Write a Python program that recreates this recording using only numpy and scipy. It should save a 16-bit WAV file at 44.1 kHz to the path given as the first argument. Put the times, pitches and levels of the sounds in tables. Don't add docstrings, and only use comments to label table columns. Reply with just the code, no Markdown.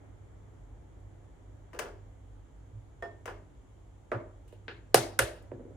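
import sys
import numpy as np
from scipy import signal
from scipy.fft import rfft, irfft
from scipy.io import wavfile
from scipy.ndimage import uniform_filter1d

SR = 44100
rng = np.random.default_rng(int(sys.argv[2]) if len(sys.argv) > 2 else 0)


def store_pcm(level_fs):
    pcm = np.round(np.clip(level_fs, -1, 1) * 32767).astype(np.int16)
    wavfile.write(sys.argv[1], SR, np.atleast_2d(pcm).T)


N = 254016
T = np.arange(N) / SR



def undb(db):
    return 10 ** (np.asarray(db) / 20)


def unit(x):
    return x / np.sqrt(np.mean(x ** 2))


def on_log(hz, table, axis=1):
    table = np.array(table)
    return np.interp(np.log(hz), np.log(table[:, 0]), table[:, axis])


def ring(x, hz, width_hz):
    b, a = signal.iirpeak(hz, hz / width_hz, fs=SR)
    return signal.lfilter(b, a, x)


def band(hz, size):
    edges = [hz / 2 ** (1 / 6), hz * 2 ** (1 / 6)]
    sos = signal.butter(2, edges, "band", fs=SR, output="sos")
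    return unit(signal.sosfilt(sos, rng.standard_normal(size)))


def walk(rate):
    k = int(SR / rate)
    steps = np.repeat(rng.standard_normal(N // k + 1), k)
    return uniform_filter1d(steps, k)[:N]


def stereo(mid, side, share):
    share = np.clip(share, 0, 1)
    return np.array([mid + share * side, mid - share * side]) / np.sqrt(1 + share ** 2)


def colour(x, gain):
    hz = np.arange(1, N // 2 + 2) * SR / N
    return irfft(rfft(x) * gain(hz), N)


def knocks(blows, modes, rattle_db, rattle_s, top_hz, pan_db, room_db, free_s=1, damp_s=1):
    wetter_db = 0.96
    out = np.zeros((3, N + SR))
    t = T[:SR // 3]
    contact = signal.butter(2, top_hz, fs=SR, output="sos")
    lean = undb(pan_db / 2)
    mute = np.exp(-np.maximum(t - free_s, 0) / damp_s)
    for s, peak_db, hard_db in blows:
        gains = []
        for k, (hz, width, db) in enumerate(modes):
            tilted = undb(db + hard_db * np.log2(hz / 1000))
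            gains.append((-1) ** k * tilted * hz / width)

        def strike(x):
            rung = sum(g * ring(x, hz, width) for g, (hz, width, db) in zip(gains, modes))
            return signal.sosfilt(contact, rung)

        push = strike(1. * (t == 0)) * mute
        rattle = strike(undb(rattle_db) * rng.standard_normal(len(t)) * np.exp(-t / rattle_s))
        direct = push + rattle
        to_room = undb(room_db - wetter_db * hard_db) * push
        blow = np.array([lean * direct, direct / lean, to_room])
        i = int(s * SR)
        out[:, i:i + len(t)] += blow * undb(peak_db) / np.abs(push).max()
    return out[:, :N]


def spoon_taps():
    blows = [(1.732, -49.5, -2), (1.738, -49, -11.5), (1.748, -50.5, -2.5), (1.754, -65, 3),
             (1.762, -51, -4.5), (1.790, -29.5, 3), (1.793, -27.5, 1), (1.800, -40, -7.5),
             (1.816, -47, -8.5), (1.834, -45.5, -6.5), (1.857, -43.5, -6.5), (3.024, -38.5, -6),
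             (3.257, -36.5, -0.5), (3.278, -37, -4.5), (3.296, -50.5, -2)]
    modes = [(408, 117, 7), (610, 202, 9.5), (1010, 366, 10), (1680, 760, 9), (3010, 690, -3),
             (4870, 1200, -10.5), (5870, 1500, -8), (9600, 8300, -6.5)]
    return knocks(blows, modes, -15.5, 0.0055, 19845, pan_db=5.5, room_db=-6.5)


def spoon_ring():
    blows = [(3.024, -33, 0)]
    modes = [(565, 14, -9), (682, 4, 1), (1817, 9, -3), (3350, 12, -28), (5225, 16, -41), (7354, 26, -47)]
    return knocks(blows, modes, -43, 0.00039, 15000, pan_db=-6, room_db=-20, free_s=.068, damp_s=.012)


def jar_down():
    blows = [(4.117, -24, 0.44), (4.128, -35, -2.6)]
    modes = [(328, 160, -2), (597, 91, -6.5), (940, 340, -8.5), (1250, 440, -7), (1990, 990, -15.5),
             (2970, 1300, -27), (8000, 21000, -39.5)]
    return knocks(blows, modes, -12.5, 0.0038, 9300, pan_db=-3.0, room_db=-4.5)


def spoon_down():
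    blows = [(4.6815, -27, 0)]
    modes = [(320, 120, 9), (467, 74, 5.5), (798, 300, 2), (1600, 320, 4.5), (2750, 720, 0),
             (4200, 1200, -7), (5650, 2700, -19.5)]
    return knocks(blows, modes, -22.5, 0.0021, 6500, pan_db=2.0, room_db=-9.5)


def flap_shut():
    blows = [(4.9445, -6, 0)]
    modes = [(300, 95, 0.5), (546, 190, 4.5), (780, 200, 0.5), (1000, 260, -4.5), (1440, 440, -6),
             (2040, 370, -10), (2790, 1460, -6), (5270, 3000, -7), (10110, 3300, -10), (13300, 8000, -13.5)]
    return knocks(blows, modes, -12, 0.0035, 15000, pan_db=-3, room_db=-8.5)


def lid_pressed():
    blows = [(5.1908, -9, 0.0053)]
    modes = [(336, 95, -5), (530, 130, 5), (622.4, 170, 3.5), (960, 280, -7.5), (1560, 470, -3),
             (2040, 580, -6.5), (2630, 740, -8.5), (4880, 5200, -7), (10110, 3500, -11),
             (13300, 8000, -17.5)]
    return knocks(blows, modes, -12.5, 0.0036, 14000, pan_db=-4.5, room_db=-9.5)


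def thuds():
    blows = [(4.526, -43, 1.5), (5.5168, -31, 2), (5.531, -43, -12.5), (5.5945, -38, -2), (5.6035, -39, -4),
             (5.651, -41.5, -6), (5.7055, -43, -4)]
    modes = [(265, 60, -4), (362, 57, -2), (500, 59, -3.5), (610, 130, -6), (900, 220, -17),
             (1680, 550, -26.5), (2800, 1300, -38)]
    return knocks(blows, modes, -29, 0.013, 3500, pan_db=-4.5, room_db=-16)


def faint_ticks():
    blows = [(4.479, -60, 1.5), (4.524, -62, -1), (5.358, -60, -1), (5.425, -53, 10)]
    modes = [(2800, 500, 0), (4300, 1400, -4), (9500, 7800, -0.5)]
    return knocks(blows, modes, -20.0, 0.0024, 19845, pan_db=0.0, room_db=-1)


def room_booms():
    # t/s, peak level before the lean to the right/dB, f/Hz, length/s
    swells = [(2.693, -42.5, 108.7, 0.16), (4.133, -31.5, 113, 0.063), (4.929, -31.5, 123.3, 0.11),
              (4.94, -33, 147.4, 0.057), (5.181, -33.5, 115.3, 0.085), (5.179, -37, 59.8, 0.1),
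              (5.519, -42, 117, 0.047)]
    out = np.zeros(N)
    for s, db, hz, length in swells:
        swell = np.sin(np.pi * np.clip((T - s) / length, 0, 1)) ** 2
        out += undb(db) * swell * np.sin(2 * np.pi * hz * (T - s))
    return out * undb([[-1.5], [1.5]])


def standing(t):
    # f/Hz, t60/s, level/dB, left minus right/dB
    waves = [(270, 0.16, -42.5, 4), (339.5, .45, -40.5, 5), (406, .35, -49.5, -1.5),
             (497.7, 0.16, -47.5, -4.5), (569, 0.31, -44, -4), (624, .45, -48.5, 0.5),
             (697, 0.26, -44, 0.5), (757, 0.12, -44, 0), (880, .4, -44, 2.5), (1209, .3, -46, -2.5)]
    onset = np.clip(t / 0.004, 0, 1)
    out = 0
    for hz, t60, db, lean_db in waves:
        level = undb(db + lean_db * np.array([[.5], [-.5]]))
        out = out + level * 10 ** (-3 * t / t60) * np.sin(2 * np.pi * hz * t) * onset
    return out


def kitchen(dry):
    # f/Hz, t60/s, level/dB, side share/0-1
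    room = [(58.7, 0.38, -1, 0.4), (118.5, 0.48, 21, 0.2), (280.5, 0.71, 12, 0.2), (450, 0.58, 9.5, 0),
            (744, 0.56, 14, 1), (1100, .45, 13.5, 1), (1920, 0.39, 14, 0.4), (3300, .38, 14, .9),
            (5500, 0.38, 14.5, 1), (9070, 0.28, 15.5, 0.5), (14000, 0.29, 7, 0.05)]
    patchy_db, patch_rate = 2, 70
    t = T[:SR]
    tail = standing(t)
    for hz in 50 * 2 ** np.arange(0, 8.4, 1 / 3):
        lingering = 10 ** (-3 * t / on_log(hz, room))
        near = 1.1 * np.exp(-t / 0.026)
        fade = (lingering + near) * np.clip(t / 0.001, 0, 1)
        fade = fade * undb(patchy_db * walk(patch_rate)[:len(t)])
        pair = stereo(band(hz, len(t)), band(hz, len(t)), on_log(hz, room, axis=3))
        share = np.sqrt(hz / 2 / SR / np.sum(fade ** 2))
        tail = tail + share * undb(on_log(hz, room, axis=2)) * fade * pair
    return signal.fftconvolve(dry[None], tail, axes=1)[:, :N]


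def ports(x):
    # f/Hz, left minus right/dB
    port_db = [(60, -4), (110, -6), (200, -0.5), (380, 3), (700, -2.5), (1290, 1), (2380, 1), (4400, 5.5),
               (8120, 6.5), (11500, -1), (15000, 1)]
    # f/Hz, left leads/rad
    port_phase = [(20, 0), (300, .3), (600, -.5), (1550, -1.1), (1980, .6), (3360, 1.4), (4310, -1.5),
                  (5860, .7), (7920, 1.4), (10300, -1.2), (14000, -.8)]

    def lean(hz):
        return undb(on_log(hz, port_db) / 2) * np.exp(.5j * on_log(hz, port_phase))

    return np.array([colour(x[0], lean), colour(x[1], lambda hz: 1 / lean(hz))])


def fridge():
    # t/s, hum level/dB, rumble level/dB
    levels = [(0, -57, -58.5), (1.5, -56, -56), (2.5, -57, -52.5), (3.5, -57.5, -60), (4.5, -56.5, -55),
              (5.76, -52, -57)]
    hum_hz, hum_width_hz, rumble_hz, rumble_width_hz = 99.4, 6.7, 46, 13
    s, hum_db, rumble_db = np.transpose(levels)
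    narrow = ring(ring(rng.standard_normal(N), hum_hz, hum_width_hz), hum_hz, hum_width_hz)
    hum = np.sin(2 * np.pi * hum_hz * T) + .5 * unit(narrow)
    rumble = ring(ring(rng.standard_normal(N), rumble_hz, rumble_width_hz), rumble_hz, rumble_width_hz)
    lean_db = np.array([[1], [-1]])
    hum_gain = undb(np.interp(T, s, hum_db) - 1.9 * lean_db)
    rumble_gain = undb(np.interp(T, s, rumble_db) - 0.66 * lean_db)
    return unit(hum) * hum_gain + unit(rumble) * rumble_gain


def air(spectrum, flicker_db, rate):
    # f/Hz, side share/0-1
    side_share = [(30, .05), (120, 0.43), (400, 0.73), (1500, 0.93), (5000, 0.89), (12000, 1)]
    out = 0
    for hz in 25 * 2 ** np.arange(0, 9.4, 1 / 3):
        pair = stereo(band(hz, N), band(hz, N), on_log(hz, side_share))
        out = out + np.sqrt(hz) * undb(flicker_db * walk(rate)) * pair
    return colour(out, lambda hz: undb(on_log(hz, spectrum)))


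def hush():
    # f/Hz, relative level/dB per Hz
    air_spectrum = [(15, -54.5), (30, -19), (60, -0.5), (78, -5), (92, -9), (128, -7), (150, -15),
                    (186, -14.5), (229, -22.5), (267, -14), (562, -22), (856, -24.5), (1080, -29.5),
                    (2300, -37.5), (3100, -75)]
    # t/s, level/dB
    air_level = [(0, -51), (.15, -54.5), (1.6, -55), (2.8, -56), (4.399, -57), (5.76, -54)]
    # f/Hz, relative level/dB per Hz
    hiss_spectrum = [(1410, -48.5), (2400, -5), (2530, -3.5), (3200, 0.5), (3990, -6.5), (5120, -11),
                     (6120, -5), (6880, -1), (7270, -0.5), (7800, -4), (8370, -14.5), (9780, -6),
                     (11400, -23.5), (13900, -16.5), (15500, -22.5)]
    s, db = np.transpose(air_level)
    distant = unit(air(air_spectrum, 0.59, 3.3)) * undb(np.interp(T, s, db))
    hiss = unit(air(hiss_spectrum, 0.58, 22)) * undb(-77.5)
    return distant + hiss


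def scene():
    dry = (spoon_taps() + spoon_ring() + jar_down() + spoon_down()
           + flap_shut() + lid_pressed() + thuds() + faint_ticks())
    return ports(dry[:2] + kitchen(dry[2])) + room_booms() + fridge() + hush()


def record(dry):
    low_cut = signal.butter(4, 34, "high", fs=SR, output="sos")
    top_cut = signal.ellip(8, .2, 70, 16000, fs=SR, output="sos")
    return signal.sosfilt(top_cut, signal.sosfilt(low_cut, dry))


dry = scene()
out = record(dry)
store_pcm(out)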